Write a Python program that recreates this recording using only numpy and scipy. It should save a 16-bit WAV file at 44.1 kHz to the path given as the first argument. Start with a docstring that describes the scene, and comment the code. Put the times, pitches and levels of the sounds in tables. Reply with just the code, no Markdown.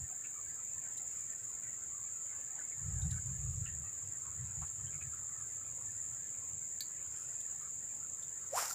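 """A reedy riverbank. Throughout, a close cricket trills with its wings in front of a chorus of its kind,
while ripples lap at the bank and plop into ringing bubbles. From about 1 s a spinning reel ticks and
the line rustles. Near 3 s a gust rumbles on the microphone; then a thin, higher insect swells.
At 6.8 s the reel's wire bail snaps open, and at 8.5 s the rod swishes through a cast, shedding
whistling eddies, with the line rattling off the spool."""
import sys
import numpy as np
from scipy import signal
from scipy.fft import rfft, irfft, next_fast_len
from scipy.io import wavfile
from scipy.ndimage import uniform_filter1d, map_coordinates

SR = 44100
rng = np.random.default_rng(int(sys.argv[2]) if len(sys.argv) > 2 else 0)


def file_out(sig):
    """Save sig as 16-bit WAV at sys.argv[1]."""
    # one column per channel
    cols = np.atleast_2d(sig).T
    # limit, then scale
    lim = np.clip(cols, -1, 1)
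    pcm = np.round(lim * 32767).astype(np.int16)
    wavfile.write(sys.argv[1], SR, pcm)


N = 385434

# a sharp click on metal, for the bail and the rod guides: freq_hz, level_db
METAL_CLICK = [(400, -45), (3000, -22), (5000, 2.5), (6000, -2.5), (7500, 1), (10000, -9), (15000, -7)]


def amp(db):
    """Decibels to gain."""
    return 10 ** (np.asarray(db) / 20)


def unit(x):
    """Scale to rms 1."""
    return x / np.sqrt(np.mean(x ** 2) + 1e-20)


def curve(points):
    """An automation line through (time_s, value) points."""
    return np.interp(np.arange(N) / SR, *np.transpose(points))


def wobble(rate):
    """A smooth random curve, rate knots a second."""
    knots = rng.standard_normal(int(N * rate / SR) + 4)
    return map_coordinates(knots, [np.arange(N) * rate / SR])


def swell(start_s, db, rise, hold, fall):
    """An envelope that reaches db at start_s, holds and dies; rise and fall are seconds per 20 dB."""
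    t = np.arange(N) / SR - start_s
    return amp(db - 20 * (np.maximum(-t, 0) / rise + np.maximum(t - hold, 0) / fall))


def fade(t60):
    """A quarter second of exponential decay."""
    return amp(-60 * np.arange(SR // 4) / SR / t60)


def ring(hz, t60, rise=0):
    """A damped sine whose pitch rises by a share as it dies."""
    t = np.arange(SR // 4) / SR
    bend = 1 + rise * np.minimum(t / t60, 1)
    return fade(t60) * np.sin(2 * np.pi * hz * np.cumsum(bend) / SR)


def noise(spectrum, size=N):
    """Noise of rms 1, coloured by (freq_hz, level_db) points of relative level per Hz."""
    m = next_fast_len(size)
    hz, db = np.transpose(spectrum)
    gain = amp(np.interp(np.log(np.fft.rfftfreq(m, 1 / SR) + 1), np.log(hz + 1), db))
    return unit(irfft(rfft(rng.standard_normal(m)) * gain, m)[:size])


def narrow(pitch, spread):
    """Noise of rms 1 in a narrow band about a moving pitch."""
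    phase = 2 * np.pi * np.cumsum(pitch) / SR
    return unit(wobble(spread) * np.cos(phase) + wobble(spread) * np.sin(phase))


def patchy(x, depth_db):
    """Break a sound into random patches, each a narrow band that lasts a moment."""
    bands = signal.stft(x, nperseg=1024)[2]
    patches = uniform_filter1d(rng.standard_normal(bands.shape), 4, axis=0)
    patches = unit(uniform_filter1d(patches, 6, axis=1))
    return unit(signal.istft(bands * amp(depth_db * patches), nperseg=1024)[1][:N])


def add(track, start_s, sound):
    """Mix a sound into the track."""
    part = track[max(round(start_s * SR), 0):][:len(sound)]
    part += sound[:len(part)]


def scatter(x, t60, wet_db):
    """The reeds return a short diffuse tail."""
    tail = fade(t60) * rng.standard_normal(SR // 4)
    return x + amp(wet_db) * signal.fftconvolve(x, tail / np.linalg.norm(tail))[:N]


def air():
    """The bed: a faint wash of open river and the hiss of the reeds."""
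    # open air and distant water: freq_hz, level_db
    river = [(25, -36.5), (55, -4), (90, 3.5), (160, -0.5), (260, -3), (400, -4.5), (510, -5), (620, -8.5),
             (1000, -12), (1280, -15.5), (2000, -12.5), (3200, -20.5), (4300, -28), (6000, -35.5)]
    # hissing reeds: freq_hz, level_db
    reeds = [(3300, -9.5), (3850, -2), (4350, -7), (5100, 4.5), (6000, -0.5), (9000, -18), (12300, -6),
             (15500, -3.5)]
    wash = amp(-67 + 0.766 * wobble(3.4)) * noise(river)
    hiss = amp(-71.5 + 0.76 * wobble(7.4)) * patchy(noise(reeds), depth_db=3.5)
    return wash + hiss


def wide_hiss():
    """A faint, patchy hiss spread wide in stereo."""
    # the colour of the hiss: freq_hz, level_db
    colour = [(35, -37), (60, -7.5), (539, -8), (1790, 0), (3340, -10.5), (5820, -7), (6530, -9.5),
              (9020, -25), (9900, -9.5), (11600, -20), (15000, -10.5)]
    return amp(-77) * patchy(noise(colour), depth_db=5)


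def cricket(chirps, pitch_hz, glide_hz, width, octave_db):
    """Three wing strokes and a rest make a chirp; each stroke is a falling pip with a faint octave."""
    # the wing strokes, the first one weaker: level_db
    strokes = [-7.5, -2.5, -2.5]
    beat = np.floor(4 * chirps).astype(int)
    from_peak = (4 * chirps - beat - .5) / width
    stroke_db = np.array([*strokes, -120])[beat % 4]
    detune, accent = rng.standard_normal((2, 1024))[:, beat % 1024]  # every stroke differs a little
    pitch = pitch_hz + 50 * detune - glide_hz * np.tanh(from_peak / 2)
    envelope = amp(stroke_db + 1.49 * accent) * np.exp(-.5 * from_peak ** 2)
    phase = 2 * np.pi * np.cumsum(pitch) / SR
    return unit(envelope * (np.sin(phase) + amp(octave_db) * np.sin(2 * phase)))


def cricket_chorus():
    """The close cricket, three neighbours at their own tempos, and the blur of the far ones."""
    # the close cricket's tempo: time_s, chirps_per_s
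    tempo = [(0, 21.0), (1, 21.12), (2.5, 20.85), (3.1, 21.0), (4, 20.75), (6.8, 20.75), (8, 20.42),
             (8.74, 20.8)]
    # its octave partial against the fundamental: time_s, level_db
    octave = [(0, -22), (1.4, -24), (2.2, -29)]
    # the blur of far insects: freq_hz, level_db
    blur = [(5900, -45), (6120, -30), (6350, -14.5), (6800, -5.5), (7150, 0.5), (7550, -2.5), (8000, -18.5),
            (8400, -21), (9400, -30.5), (10500, -38), (12800, -71.5), (14300, -30), (15200, -27),
            (15600, -41.5)]
    chirps = np.cumsum(curve(tempo)) / SR - .08
    close = cricket(chirps, pitch_hz=7353.4, glide_hz=615, width=0.1302, octave_db=curve(octave))
    close = scatter(close, t60=.08, wet_db=-4.5)
    neighbours = 0
    for hz in (6850, 7050, 7300):
        chirps = np.arange(N) / SR * rng.uniform(16, 25) + .2 * wobble(0.9956) + rng.random()
        neighbours += cricket(chirps, pitch_hz=hz, glide_hz=378, width=0.158, octave_db=-35.5)
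    neighbours = unit(scatter(neighbours, t60=.15, wet_db=-1))
    far = noise(blur) * amp(0.35 * wobble(5) + 0.657 * wobble(60))
    close *= amp(-7 + 0.63 * wobble(1.526))
    return amp(-44) * (close + amp(-7) * neighbours + amp(-2.5) * far)


def plop(hz, length_s, count=9):
    """A wavelet breaks into bubbles of like size, each rising in pitch, with a soft splash."""
    # the splash: freq_hz, level_db
    splash = [(400, -12), (800, -13), (1500, -1.5), (2400, -7.5), (4000, -13), (9000, -47)]
    out = amp(-6.5) * (1 - fade(0.02)) * fade(0.14) * noise(splash, size=SR // 4)
    onsets = np.linspace(0, length_s, count) * rng.uniform(.7, 1.3, count)
    pitches = hz * np.exp(90 / hz * rng.standard_normal(count))  # spread by about 90 Hz
    attack = 1 - fade(0.00244)
    for start_s, pitch_hz in zip(onsets, pitches):
        add(out, start_s, attack * ring(pitch_hz, t60=0.0637, rise=0.061))
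    return out / np.sqrt(np.sum(out ** 2) / (.015 * SR))  # the energy of 15 ms at rms 1


def water():
    """A few distinct plops and a dozen small ones over the soft gurgle of countless ripples."""
    # the loudest plops at the bank: start_s, level_db, pitch_hz, length_s
    loud = [(.240, -55.5, 2395, .015), (1.63, -59.5, 1927, .07), (2.56, -58.5, 816.6, .028),
            (2.583, -53.5, 1549, .028), (2.71, -59, 2115, .018), (3.12, -54.5, 1530, .063),
            (3.657, -54, 2732, .017), (3.66, -57.5, 1815, .055), (4.25, -59.5, 1068, .039),
            (4.614, -55.5, 835, .021), (4.618, -54, 1223, .018), (4.863, -62, 3080, .013),
            (4.925, -58.5, 2228, .032), (5.009, -54, 2412, .014), (5.125, -57.5, 1308, .023),
            (7.61, -56.5, 1291, .07)]
    # lapping ripples: freq_hz, level_db
    lapping = [(300, -20), (500, -7), (650, -9), (1000, -5.5), (1280, 0.5), (1500, -3.5), (1800, -1.5),
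               (2300, -7.5), (3000, -15.5), (5000, -36)]
    small = [(rng.uniform(0, N / SR), -65 + 1.53 * rng.normal(), 1700 * np.exp(.2 * rng.normal()), .06)
             for _ in range(12)]
    plops = np.zeros(N)
    for start_s, db, hz, length_s in [*loud, *small]:
        add(plops, start_s, amp(db) * plop(hz, length_s))
    gurgle_db = -66 - 0.2172 * np.arange(N) / SR + 0.79 * wobble(3.046)  # slowly easing off
    plops = scatter(plops, t60=0.23, wet_db=-9.5)
    return plops + amp(gurgle_db) * patchy(noise(lapping), depth_db=6)


def wind(long_gust_s=.25):
    """Gusts buffet the microphone in uneven lumps; long ones swell more slowly and reach deeper."""
    # the light breeze between gusts: time_s, relative_db
    breeze = [(0, -66), (2.6, -67.5), (3.3, -52), (4.0, -59.5), (6.2, -61), (6.9, -65), (8.74, -65)]
    # gusts on the microphone: start_s, relative_db, hold_s
    gusts = [(0.01, -50, .03), (1.659, -59.5, 0.019), (2.89, -37.5, .26), (3.368, -40, 0.266),
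             (3.723, -49, 0.0796), (4.071, -52, 0.0196), (4.424, -47, 0.0767), (4.591, -44, .04),
             (4.831, -50, 0.028), (4.949, -45.5, 0.0203), (5.05, -49.5, 0.0185), (6.54, -54, 0.0192)]
    # the buffeting rumble: freq_hz, level_db
    rumble = [(20, -42.5), (40, -26), (62, -1), (78, 3.5), (125, 3), (155, -4), (185, -12), (245, -39),
              (400, -55), (800, -89.5)]
    # the deep thud under long gusts: freq_hz, level_db
    thud = [(15, -13), (30, -6.5), (55, 14), (80, 6.5), (140, -47.5)]
    strength, shove = amp(curve(breeze)), 0
    for start_s, db, hold_s in gusts:
        ramp_s = .035 + .25 * hold_s
        gust = swell(start_s, db, ramp_s, hold_s, ramp_s)
        strength += gust
        shove += gust * (hold_s / long_gust_s) ** 1.58
    lumps = amp(2.54 * wobble(18) - 3)
    return strength * lumps * noise(rumble) + amp(-11) * shove * noise(thud)


def reel():
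    """Small ticks and rustles while winding; then the wire bail snaps open and rings."""
    # light ticks of the reel: start_s, click_db, ring_db, ring_hz
    ticks = [(0.9764, -50, -54, 3900), (3.020, -54.5, -50, 3776), (3.111, -48, -49, 3900),
             (4.6783, -56, -70, 5500), (7.4087, -51.5, -64.5, 3500), (8.2263, -53.5, -53.5, 3650)]
    # the click of a tick: freq_hz, level_db
    tick_colour = [(300, -40), (1200, -10.5), (2600, -1.5), (3900, 8), (5500, 7), (9000, 15.5),
                   (15000, -9.5)]
    # line and sleeve rustle as the rod moves: peak_s, level_db, fall_s (per 20 dB)
    rustles = [(1.16, -66, 0.67), (3.13, -66.5, 0.16), (7.18, -63.5, 0.36)]
    # their rubbing: freq_hz, level_db
    cloth = [(1500, -13.5), (3000, -6.5), (4200, -16), (5200, 1), (6000, -6), (9500, 5.5), (12000, -15.5),
             (15500, -12.5)]
    # the bail snaps open and bounces once: start_s, level_db
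    snaps = [(6.8064, -29), (6.8105, -41.5)]
    # modes of the wire bail: pitch_hz, level_db, t60_s
    bail_modes = [(1739.7, -25.5, 0.065), (2220, -25, 0.039), (3940, -21, 0.0133), (4086, -8.5, 0.031),
                  (4460, -18, 0.0157), (4511, -4, 0.026), (4640, -10, 0.0144), (6300, -10, 0.0165),
                  (9160, -6, 0.0051), (11270, -4, 0.0041), (11830, -3, 0.0061), (13760, -4.5, 0.0085)]
    rubbing = sum(swell(peak_s, db, rise=.15, hold=0, fall=fall) for peak_s, db, fall in rustles)
    out = rubbing * amp(3.64 * wobble(70)) * noise(cloth)
    for start_s, db, ring_db, ring_hz in ticks:
        click = (fade(0.0149) + amp(-9) * fade(0.067)) * noise(tick_colour, size=SR // 4)
        add(out, start_s, amp(db) * click + amp(ring_db) * ring(ring_hz, t60=0.026))
    wire = sum(amp(db) * ring(hz, t60) for hz, db, t60 in bail_modes)
    contact = 1 - fade(.003)  # the contact builds up briefly, so the snap has no bass
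    for start_s, db in snaps:
        crack = amp(-2.5) * fade(0.0036) * noise(METAL_CLICK, size=SR // 4)
        add(out, start_s, amp(db) * contact * (wire + crack))
    return scatter(out, t60=0.145, wet_db=-4)


def high_insect(pitch_hz=9480, throb_hz=8.3, depth_db=3.5):
    """A thin buzz above the crickets throbs several times a second."""
    # the buzz swells, rests briefly and resumes: time_s, level_db
    fader = [(0, -82), (2.6, -82.5), (5.5, -68), (6.1, -70.5), (6.3, -89), (7.4, -75), (8.74, -70.5)]
    throb = np.sin(2 * np.pi * throb_hz * np.arange(N) / SR + 2.7 * wobble(2.9))
    level = amp(curve(fader) + depth_db * throb + 1.92 * wobble(9))
    return level * narrow(pitch_hz + 130 * wobble(200) + 60 * wobble(6), spread=650)


def cast(start_s=8.531, swing_s=.072, whistle_hz=545, octaves_per_s=20):
    """The rod sheds eddies, rising in pitch with its speed; the line hisses out and slaps the guides."""
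    # envelopes of whistle, rush and line: delay_s, level_db, rise_s, hold_s, fall_s (ramps per 20 dB)
    whistle_shape = (.004, -35, .013, .045, .035)
    rush_shape = (.048, -39.5, .05, .012, .16)
    line_shape = (.034, -41, .04, .04, 0.28)
    # the rush of torn air: freq_hz, level_db
    torn_air = [(280, -49.5), (380, -20.5), (500, -4.5), (750, -2), (1400, -2), (2400, -9), (3500, -15.5),
                (6000, -18.5)]
    # line leaving the spool: freq_hz, level_db
    spool_hiss = [(2500, -28.5), (4200, -12), (5300, 2.5), (7500, 3), (10500, -6), (14000, -7),
                  (15500, -15.5)]
    # the line slaps the rod guides: start_s, click_db, knock_hz, knock_db
    slaps = [(8.598, -36.5, 900, -58), (8.6255, -33.5, 807, -37), (8.636, -45.5, 1250, -40),
             (8.656, -34.5, 900, -51.5), (8.697, -36, 1370, -51.5), (8.705, -36.5, 1342, -46),
             (8.71, -35.5, 1350, -38.5), (8.721, -38.5, 838, -50.5), (8.731, -36.5, 800, -49.5)]
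    whistle, rush, line = [swell(start_s + delay_s, *shape)
                           for delay_s, *shape in (whistle_shape, rush_shape, line_shape)]
    swung_s = np.clip(np.arange(N) / SR - start_s, 0, swing_s)
    pitch = whistle_hz * 2 ** (octaves_per_s * swung_s)
    tip = np.sin(2 * np.pi * np.cumsum(pitch * (1 + 0.07 * wobble(300))) / SR)
    shaft = narrow(pitch, spread=330)
    smear = swung_s / swing_s  # the tapering shaft smears the whistle into a band as it speeds up
    out = 1.2 * whistle * ((1 - smear) * tip + smear * shaft)
    out += rush * noise(torn_air)
    out += line * amp(1.43 * wobble(250)) * noise(spool_hiss)
    for slap_s, db, knock_hz, knock_db in slaps:
        click = amp(db) * fade(0.0151) * noise(METAL_CLICK, size=SR // 4)
        add(out, slap_s, click + amp(knock_db) * ring(knock_hz, t60=0.0467))
    return out


def scene():
    """Nearly everything sits in the centre; only a little hiss, rumble and tackle noise is wide."""
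    mid = cricket_chorus() + high_insect() + water() + reel() + cast() + wind() + air()
    side = wide_hiss() + amp(-31) * wind() + amp(-30) * (reel() + cast())
    return np.array([mid + side, mid - side])


def record(dry):
    """A brick-wall high cut at 15550 Hz."""
    m = next_fast_len(N + SR // 2)
    passband = np.fft.rfftfreq(m, 1 / SR) < 15550
    return irfft(rfft(dry, m) * passband, m)[:, :N]


dry = scene()
out = record(dry)
file_out(out)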